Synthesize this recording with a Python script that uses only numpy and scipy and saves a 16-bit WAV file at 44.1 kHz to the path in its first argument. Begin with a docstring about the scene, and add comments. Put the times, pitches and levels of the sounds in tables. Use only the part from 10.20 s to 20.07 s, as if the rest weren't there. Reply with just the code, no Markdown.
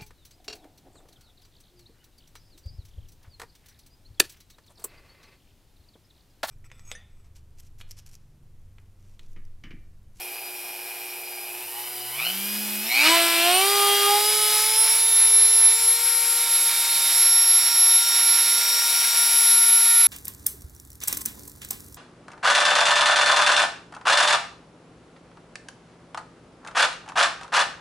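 """A low buzzing crawl with thin squeaks climbs step by step to a high whine: a handheld rotary tool is
turned up while its bit scores sheet steel on a bench. Its pitches are orders, whole multiples of the
shaft rate. Chopped mains current makes the motor growl whenever it speeds up; at middle speeds the
shaft rattles in its bearings. At full speed fan air, brush hiss and the scraping bit lie under a
piercing 24th-order whistle that swells and fades as the hand moves."""
import sys
import numpy as np
from scipy import signal
from scipy.fft import rfft, irfft, next_fast_len
from scipy.io import wavfile
from scipy.ndimage import uniform_filter1d, map_coordinates

SR = 44100
rng = np.random.default_rng(int(sys.argv[2]) if len(sys.argv) > 2 else 0)


def put_to_file(sound):
    """Save the sound as 16-bit audio at rate SR, in the file named by the first command-line argument."""
    columns = np.atleast_2d(sound).T  # one column per channel
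    safe = np.clip(columns, -1, 1)
    whole_steps = np.round(safe * 32767)
    wavfile.write(sys.argv[1], SR, whole_steps.astype(np.int16))


N = 435266
TIME = np.arange(N) / SR
PULSE_HZ, TOP_HZ = 120, 15850  # current pulse rate, band limit

# Spectra of the room, bit, fan, brushes and bearing knocks: (frequency [Hz], relative density [dB])
ROOM_SPECTRUM = [(20, -3), (60, 6), (130, -4.5), (400, 18.5), (2000, -10), (15000, -35)]
SCRAPE_SPECTRUM = [(100, -71), (250, -30.5), (420, -20), (700, -5), (1400, 3.5), (1900, 4), (2300, 10.5),
                   (2900, -2.5), (4000, 9.5), (5600, -2.5), (6500, -4.5), (12000, -17)]
FAN_SPECTRUM = [(200, -66), (1500, -24), (3000, -2.5), (4200, 0.5), (5900, 4.5), (6300, -3.5), (6800, -2),
                (7500, 3.5), (8500, 1), (9800, 1.5), (11500, 6), (14000, -31.5)]
BRUSH_SPECTRUM = [(280, -29), (450, -16.5), (780, -5.5), (1600, -11.5), (2450, -3.5), (3000, -3),
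                  (3700, -17.5), (5200, -2.5), (6500, -15), (9000, -4), (11200, 1.5), (12500, 3),
                  (14000, -3), (15700, -7.5)]
KNOCK_SPECTRUM = [(100, -27), (400, -8), (1000, -4), (1600, -4), (2400, -4), (3300, 3.5), (4300, 3.5),
                  (5600, 0), (6600, -20), (8000, -1), (15000, -13)]
# Likeness of noise at the two ears: (frequency [Hz], correlation [0-1])
EAR_COHERENCE = [(60, 0.36), (180, 1), (550, 1), (1650, 1), (4970, 0.99), (15000, 0.98)]
# The tool sits a little to the right: (frequency [Hz], left minus right [dB])
EAR_BALANCE = [(100, -1), (220, -2), (380, -4), (800, -2), (1300, -.4), (4000, 0), (15000, 0)]
# Phase difference between the ears: (frequency [Hz], left lead [rad])
EAR_PHASE = [(0, 0), (260, -0.8), (600, -0.12), (9300, -0.31), (9730, -0.13), (10400, -0.11),
             (15900, -0.21)]
# Squeaks of the slow bit: (centre [s], duration [s], frequency [Hz], level [dB])
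BIT_SQUEAKS = [(.03, .15, 5450, -53), (.24, .3, 4880, -49), (.45, .34, 5520, -51), (.7, .26, 5380, -52),
               (.9, .25, 5540, -50), (1.16, .36, 4930, -49), (1.8, .32, 4900, -49)]
# Flares of the sheet: (centre [s], duration [s], order [x shaft rate], level [dB])
SHEET_FLARES = [(1.58, 0.13, 7, -45.5), (1.815, 0.35, 6, -48), (2.866, 0.037, 4, -23),
                (2.934, 0.089, 3, -21.5), (3.288, 0.11, 2, -24.5), (3.428, 0.06, 6, -24.5),
                (3.934, 0.16, 2, -21)]
# Rubbing and fan noise as the hand bears down: (time [s], relative level [dB])
HAND_PRESSURE = [(3.9, -21.5), (4.18, -22), (4.4, -19.5), (4.5, -23), (4.8, -22.5), (4.83, -24),
                 (5.21, -25), (6.09, -25), (6.98, -21.5), (7.16, -24.5), (7.39, -23.5), (9.3, -21.5),
                 (9.45, -24), (9.87, -23.5)]
# Partials of the field coils: (harmonic [x pulse rate], level [dB])
COIL_PARTIALS = [(3, -50), (4, -58), (6, -60), (7, -58)]
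# Looseness, greatest near the critical speed: (speed [turns/s], play [dB])
BEARING_PLAY = [(100, -29.5), (210, -26), (265, -21), (310, -1.5), (338, 2), (404, -1), (423, -7),
                (454, -13), (460, -54)]
# Tones of the rattling shaft: (order [x shaft rate], level [dB])
RATTLE_ORDERS = [(4, -33.5), (5, -37), (6, -36), (7, -30), (9, -36), (10, -38), (11, -36), (15, -48),
                 (23, -51), (25, -47), (31, -59), (32, -40)]
# Housing resonances: (frequency [Hz], bandwidth [Hz], relative gain [dB])
HOUSING_MODES = [(732, 160, -5), (2264, 127, -2), (2480, 167, -2), (3000, 133, -0.5), (4240, 530, -12),
                 (5360, 73, -9)]
# Nudges of the dial: (start [s], settling time [s], speed reached [turns/s])
DIAL_STEPS = [(1.2, .55, 123.5), (1.902, .233, 179.8), (1.929, .484, 208.4), (2.585, .384, 337.7),
              (3.17, .382, 404.5), (3.79, .4, 425), (4.3, .57, 458.1), (5.45, .45, 460.6)]
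# Current drawn at a steady speed: (speed [turns/s], relative current [dB])
STEADY_CURRENT = [(100, -6), (123, -6.5), (205, -1), (338, 4), (403, -5), (425, 4), (458, -17)]
# Once-a-turn tone of the unbalanced shaft: (time [s], level [dB])
UNBALANCE_LEVEL = [(1.15, -75), (1.8, -61), (2.23, -40), (2.58, -37), (2.73, -49), (2.89, -27),
                   (3.1, -34.5), (3.4, -29), (3.88, -28), (4.1, -33.5), (4.9, -48), (5.2, -45.5),
                   (6.07, -49.5), (7.5, -66), (8.4, -54), (9.87, -64)]
# Strong tones: (order [x shaft rate], full-speed level [dB], speed exponent [-], loose-shaft part [dB])
MAIN_ORDERS = [(2, -41.5, 7.3, -31.5), (3, -39, 10, -30.5), (8, -32.5, 12, -31), (12, -31.5, 2.12, -50)]
# Weak tones: (order [x shaft rate], full-speed level [dB])
WEAK_ORDERS = [(4, -46.5), (5, -43), (9, -42), (14, -66), (16, -43), (18, -47), (20, -44), (22, -65),
               (23, -67), (25, -56), (26, -43)]
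# How well tool and sheet radiate: (frequency [Hz], gain [dB])
RADIATION = [(200, -19), (420, 1), (610, -3.5), (680, -2), (810, 2.5), (890, 1.5), (925, -1), (1010, -5.5),
             (1215, 2.5), (1300, -4), (1372, -6), (1398, 3), (1650, 5), (2700, 2.5), (3250, 2), (3450, -7),
             (3700, -2), (5000, 0)]
# Slot tones as the hand moves: (time [s], relative 8th order [dB], relative 12th order [dB])
SLOT_LEVELS = [(4.6, -35, -33), (4.72, -41, -30), (4.82, -33, -42), (5.22, -36.5, -34),
               (6.13, -45.5, -39.5), (6.33, -37, -40.5), (6.87, -33.5, -37), (7.03, -38.5, -29.5),
               (8.02, -35.5, -30), (9.16, -38, -32), (9.87, -39.5, -36.5)]
# The whistle climbs into a resonance: (speed [turns/s], level [dB])
WHISTLE_RESONANCE = [(110, -70), (210, -42), (300, -41), (338, -32.5), (403, -29.5), (424, -22.5),
                     (452, -15.5), (458, -15.5)]
# The whistle as the hand moves: (time [s], gain [dB], left minus right [dB])
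WHISTLE_SWELLS = [(4.9, -3, -2.5), (5.05, 1, 0), (5.5, 0, -2), (5.98, -8, 8.5), (6.34, -4, -0.5),
                  (6.91, -10, -5), (7.02, -1, -1), (7.8, 0, 1), (8.15, -5, -4), (8.38, -5.5, -3),
                  (8.54, -17, 16), (8.75, -9, 4), (9.45, 0, 1.5), (9.87, 1, -1)]
# Dips where the whistle cancels against its reflection: (time [s], left gain [dB], right gain [dB])
WHISTLE_NULLS = [(4.538, -1, -1), (4.66, -4, -4), (5.59, -7, -11), (5.79, -6, -14), (6.27, -10, -2.5),
                 (6.53, -9, -5), (6.66, -2, -11), (7.42, -12, -5.5), (7.52, -17, -7.5), (7.85, -9, -15),
                 (7.93, -13, -8), (8.44, -11, -9), (8.92, -9, -20)]


def amp(db):
    """Amplitude ratio from decibels."""
    return 10 ** (np.asarray(db) / 20)


def unit(x):
    """Normalisation to rms 1."""
    return x / np.sqrt(np.mean(x ** 2) + 1e-20)


def along(points, hz):
    """Interpolation on a logarithmic frequency axis."""
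    knots_hz, values = np.transpose(points)
    return np.interp(np.log(hz + 1), np.log(knots_hz + 1), values)


def by_speed(points, speed):
    """Linear interpolation over shaft speed."""
    return np.interp(speed, *np.transpose(points))


def curves(rows):
    """Linear envelopes, one for each column after the time."""
    times, *columns = np.transpose(rows)
    return [np.interp(TIME, times, column) for column in columns]


def swing(rows):
    """Level envelopes in dB about each column's mean."""
    return [level - np.mean(points) for level, points in zip(curves(rows), np.transpose(rows)[1:])]


def swell(centre_s, length_s):
    """A half-sine envelope."""
    return np.sin(np.pi * np.clip((TIME - centre_s) / length_s + .5, 0, 1))


def wobble(rate):
    """Smooth random modulation, rate knots a second."""
    knots = rng.standard_normal(int(N * rate / SR) + 4)
    return map_coordinates(knots, [TIME * rate], order=2)


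def tone(phase):
    """A sinusoid of rms 1 and random initial phase."""
    return np.sqrt(2) * np.sin(phase + rng.uniform(0, 2 * np.pi))


def bursts(phase, sharpness):
    """A periodic envelope of rms 1, one smooth burst a cycle."""
    return unit(np.exp(sharpness * np.cos(phase)))


def partials(table, phase, waver_db):
    """A harmonic series whose members waver independently."""
    return sum(amp(db + waver_db * wobble(11)) * tone(round(k) * phase) for k, db in table)


def filtered(x, response):
    """Linear filtering by a complex frequency response."""
    size = next_fast_len(N + SR // 4)
    return irfft(rfft(x, size) * response(np.fft.rfftfreq(size, 1 / SR)), size)[..., :N]


def panned(x, left_db):
    """Stereo from an interaural level difference."""
    return np.array([x * amp(left_db / 2), x * amp(-left_db / 2)])


def rush(spectrum, gate):
    """Gated, coloured noise of rms 1, partly coherent between the ears."""
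    def response(hz):
        spread = np.arccos(np.clip(along(EAR_COHERENCE, hz), -1, 1)) / 2
        return amp(along(spectrum, hz)) * [np.cos(spread), np.sin(spread)]
    mid, side = filtered(gate * rng.standard_normal((2, N)), response)
    return unit(np.array([mid + side, mid - side]))


def worn_turn(angle, size, slot_db=0):
    """Roughness that repeats each turn has a line spectrum; slot_db lifts every eighth order."""
    orders = np.arange(size // 2 + 1)
    strength = amp(slot_db * (orders % 8 == 0) + 2 * rng.standard_normal(len(orders))) * (orders > 0)
    profile = irfft(strength * np.exp(2j * np.pi * rng.random(len(orders))), 16 * size)
    positions = np.linspace(0, 2 * np.pi, len(profile), endpoint=False)
    return unit(np.interp(angle, positions, profile, period=2 * np.pi))


def shaft_speed(crawl_hz=101.3, warm_s=5.5, creep_hz_per_s=1.47):
    """Rotation rate in turns/s: it eases up to each dial setting, and creeps once the motor is warm."""
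    speed = crawl_hz + creep_hz_per_s * np.maximum(TIME - warm_s, 0)
    before = crawl_hz
    for start, settle, reached in DIAL_STEPS:
        progress = np.clip((TIME - start) / settle, 0, 1)
        speed = speed + (reached - before) * (1 - np.cos(np.pi * progress)) / 2
        before = reached
    return speed


def shaft_angle(speed, mains, jitter=0.00019, crawl_jitter=0.00154, torque_ripple_rad=0.00051):
    """Phase is the integral of speed, which is less even when the motor runs slowly."""
    slowness = speed.min() / speed
    hunting = .004 * slowness ** 4 * wobble(10)
    unsteady = (jitter + crawl_jitter * slowness ** 2) * wobble(40)
    turns = np.cumsum(speed * (1 + unsteady + hunting)) / SR
    return 2 * np.pi * turns + torque_ripple_rad * np.sin(mains)


def current_db(speed, surge_db_per_accel=0.0365, lag_s=.02):
    """Torque takes current: a steady draw plus a surge that trails the acceleration."""
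    acceleration = np.interp(TIME - lag_s, TIME, np.gradient(speed) * SR)
    return by_speed(STEADY_CURRENT, speed) + surge_db_per_accel * acceleration


def play(speed):
    """Bearing play as a gain, peaking around the shaft's critical speed."""
    return amp(by_speed(BEARING_PLAY, speed))


def room_tone():
    """The ambient noise floor: a faint, low, steady rush."""
    return amp(-59) * rush(ROOM_SPECTRUM, 1)


def workshop(x, wall_t60=0.44, wall_db=-21, bench_t60=0.012, bench_db=-18):
    """Reflection: sheet and bench answer at once, opposite in each ear; the walls reverberate weakly."""
    t = TIME[:SR // 4]
    tail = rng.standard_normal((2, len(t))) * amp(-60 * t / wall_t60)
    early = rng.standard_normal(len(t)) * amp(-60 * t / bench_t60)
    walls = amp(wall_db) * tail / np.linalg.norm(tail[0])
    bench = amp(bench_db) * early / np.linalg.norm(early) * [[1], [-1]]
    return x + signal.fftconvolve(x, walls + bench, axes=1)[:, :N]


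def ears(hz):
    """Interaural level and phase differences place the tool slightly to the right."""
    return panned(0.94, along(EAR_BALANCE, hz)) * np.exp(.5j * along(EAR_PHASE, hz) * [[1], [-1]])


def squeaks(drift=0.0045, flutter_db=3):
    """Friction-excited vibration: the slow bit draws thin, wavering squeals from the steel."""
    clock = np.cumsum(1 + drift * wobble(30)) / SR
    return sum(amp(db) * swell(centre, length) * amp(flutter_db * wobble(35.8))
               * tone(2 * np.pi * hz * clock) for centre, length, hz, db in BIT_SQUEAKS)


def chatter(angle):
    """Resonance: under the bouncing bit the sheet flares briefly at single shaft orders."""
    return sum(amp(db) * swell(centre, length) * tone(round(order) * angle)
               for centre, length, order, db in SHEET_FLARES)


def scrape(speed, skid_db=14):
    """Sliding friction: grainy noise grows with speed; the bit skids once as the motor races up."""
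    contact = (speed / speed.max()) ** 1.36 * amp(skid_db * swell(centre_s=2.88, length_s=0.35))
    grains = amp(2.04 * wobble(900) + 1.43 * wobble(25))
    return contact * amp(-31.5) * rush(SCRAPE_SPECTRUM, grains)


def fan(angle, speed):
    """Aerodynamic noise, pulsing once a turn and growing as a power of speed."""
    return (speed / speed.max()) ** 1.8 * amp(-26) * rush(FAN_SPECTRUM, bursts(angle, sharpness=0.49))


def commutator(angle, flicker_db=6):
    """Periodic contact: two brushes bounce independently over eight worn bars, giving a bright comb."""
    bars = sum(worn_turn(angle, size=256, slot_db=9) * amp(flicker_db * wobble(14)) for _ in range(2))
    running_rms = np.sqrt(np.abs(uniform_filter1d(bars ** 2, SR // 50)) + 1e-9)
    comb = filtered(bars / running_rms, lambda hz: amp(along(BRUSH_SPECTRUM, hz)))
    return unit(comb) * amp(wobble(25.55))


def brushes(angle, speed, mains, knee_speed=190):
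    """Sparking gives broadband noise; at speed the commutator's comb smears into this hiss."""
    sparks = rush(BRUSH_SPECTRUM, bursts(mains, sharpness=0.032) * amp(wobble(1500)))
    pitched_share = np.interp(speed, [100, 125, 205, 340], [.25, .55, .55, 0])
    blend = np.sqrt(1 - pitched_share) * sparks + np.sqrt(pitched_share) * commutator(angle)
    return amp(-28) / np.sqrt(1 + (knee_speed / speed) ** 3.7) * blend


def hum(speed, mains, fast_db=-16, fade_speed=320):
    """Magnetic hum of the field coils: overtones fade at speed; the fundamental follows the current."""
    throb = amp(-71 + current_db(speed) / 2) * tone(mains)
    fade_db = fast_db / (1 + (fade_speed / speed) ** 8)
    return throb + amp(fade_db - 2) * partials(COIL_PARTIALS, mains + 0.13 * wobble(16), waver_db=2)


def rattle(angle, speed, mains):
    """Impact and modulation: the loose shaft knocks once a turn; current pulses add buzzing sidebands."""
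    knocks = rush(KNOCK_SPECTRUM, bursts(angle, sharpness=0.5) * amp(wobble(200)))
    tones = partials(RATTLE_ORDERS, angle + 0.075 * wobble(120), waver_db=2)
    tones *= bursts(mains, sharpness=0.53)
    chopped = worn_turn(angle, size=64) * bursts(mains, sharpness=1.5)
    buzz = unit(filtered(chopped, lambda hz: amp(along(KNOCK_SPECTRUM, hz))))
    strain = amp(current_db(speed))
    return play(speed) * (amp(-28) * knocks + amp(-2) * tones + amp(-24) * strain / strain.max() * buzz)


def housing(hz):
    """Modal superposition: the housing responds as damped resonators of alternating sign."""
    return sum((-1) ** k * amp(db) * 1j * hz * width / (centre ** 2 - hz ** 2 + 1j * hz * width)
               for k, (centre, width, db) in enumerate(HOUSING_MODES))


def growl(angle, speed, mains, wear=0.66):
    """Forced vibration: current pulses tug at eight slots, whose orders sweep the housing's modes."""
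    drive_db = current_db(speed)
    slip = np.interp(drive_db, [0, 12], [.6, 1]) * wobble(260)
    slots = unit(sum(tone(order * angle + slip) for order in (8, 9, 16, 17, 24, 25)))
    pull = slots + wear * worn_turn(angle, size=128) + .1 * rng.standard_normal(N)
    force = pull * bursts(mains, sharpness=1) * amp(1.7 * wobble(80))  # the pulses fire unevenly
    return amp(-41 + drive_db) * unit(filtered(force, housing))


def shaft(angle, speed, mains):
    """Rotational harmonics: unbalance and armature slots sing; the orders grow with speed and play."""
    pace = speed / speed.max()
    loose = np.clip(play(speed), 0, 1)
    rocked = angle + loose * (.1 * np.sin(mains) + .03 * wobble(150))  # it rocks with the current
    sound = amp(curves(UNBALANCE_LEVEL)[0] + wobble(18)) * tone(angle)
    spun_up = np.clip(speed / 200, 0, 1) ** 2
    hand_db = dict(zip((8, 12), swing(SLOT_LEVELS)))
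    for order, db, exponent, loose_db in MAIN_ORDERS:
        order = round(order)
        drive = amp(db + hand_db.get(order, 0)) * pace ** exponent + amp(loose_db) * loose
        radiated = drive * amp(along(RADIATION, order * speed))
        waver = amp((1.2 + 1.8 * loose) * wobble(14))
        sound += spun_up * radiated * waver * tone(order * rocked)
    return sound + pace ** 4 * partials(WEAK_ORDERS, angle, waver_db=3)


def whistle(angle, speed, mains, ripple=0.085, null_half_width_s=0.032, sway_rad=0.16):
    """Resonance lifts the 24th order; it swells as the hand moves and dips by destructive interference."""
    hand_db, left_db = curves(WHISTLE_SWELLS)
    null_db = sum(np.array([[left], [right]]) * np.exp(-((TIME - centre) / null_half_width_s) ** 2)
                  for centre, left, right in WHISTLE_NULLS)
    loose = np.clip(play(speed), 0, 1)
    flutter_db = wobble(90) + (1.1 + 3 * loose) * wobble(20)
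    level_db = by_speed(WHISTLE_RESONANCE, speed) + hand_db + flutter_db
    envelope = amp(level_db) * (1 + ripple * np.cos(mains))
    phase = 24 * angle + sway_rad * wobble(4) * [[1], [-1]]
    return panned(envelope, left_db) * amp(null_db) * tone(phase)


def scene():
    """Superposition: one shaft angle and one current-pulse phase tie the tool's sounds together."""
    speed = shaft_speed()
    mains = 2 * np.pi * PULSE_HZ * TIME
    angle = shaft_angle(speed, mains)
    motor = shaft(angle, speed, mains) + growl(angle, speed, mains)
    motor += hum(speed, mains)
    bearings = rattle(angle, speed, mains)
    noise = scrape(speed) + fan(angle, speed) + brushes(angle, speed, mains)
    noise *= amp(swing(HAND_PRESSURE)[0])
    tool = motor + bearings + noise + chatter(angle) + squeaks()
    return workshop(filtered(tool, ears)) + whistle(angle, speed, mains) + room_tone()


def record(dry):
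    """Band limiting: an ideal low-pass filter removes everything above TOP_HZ."""
    return filtered(dry, lambda hz: hz < TOP_HZ)


dry = scene()
out = record(dry)
put_to_file(out)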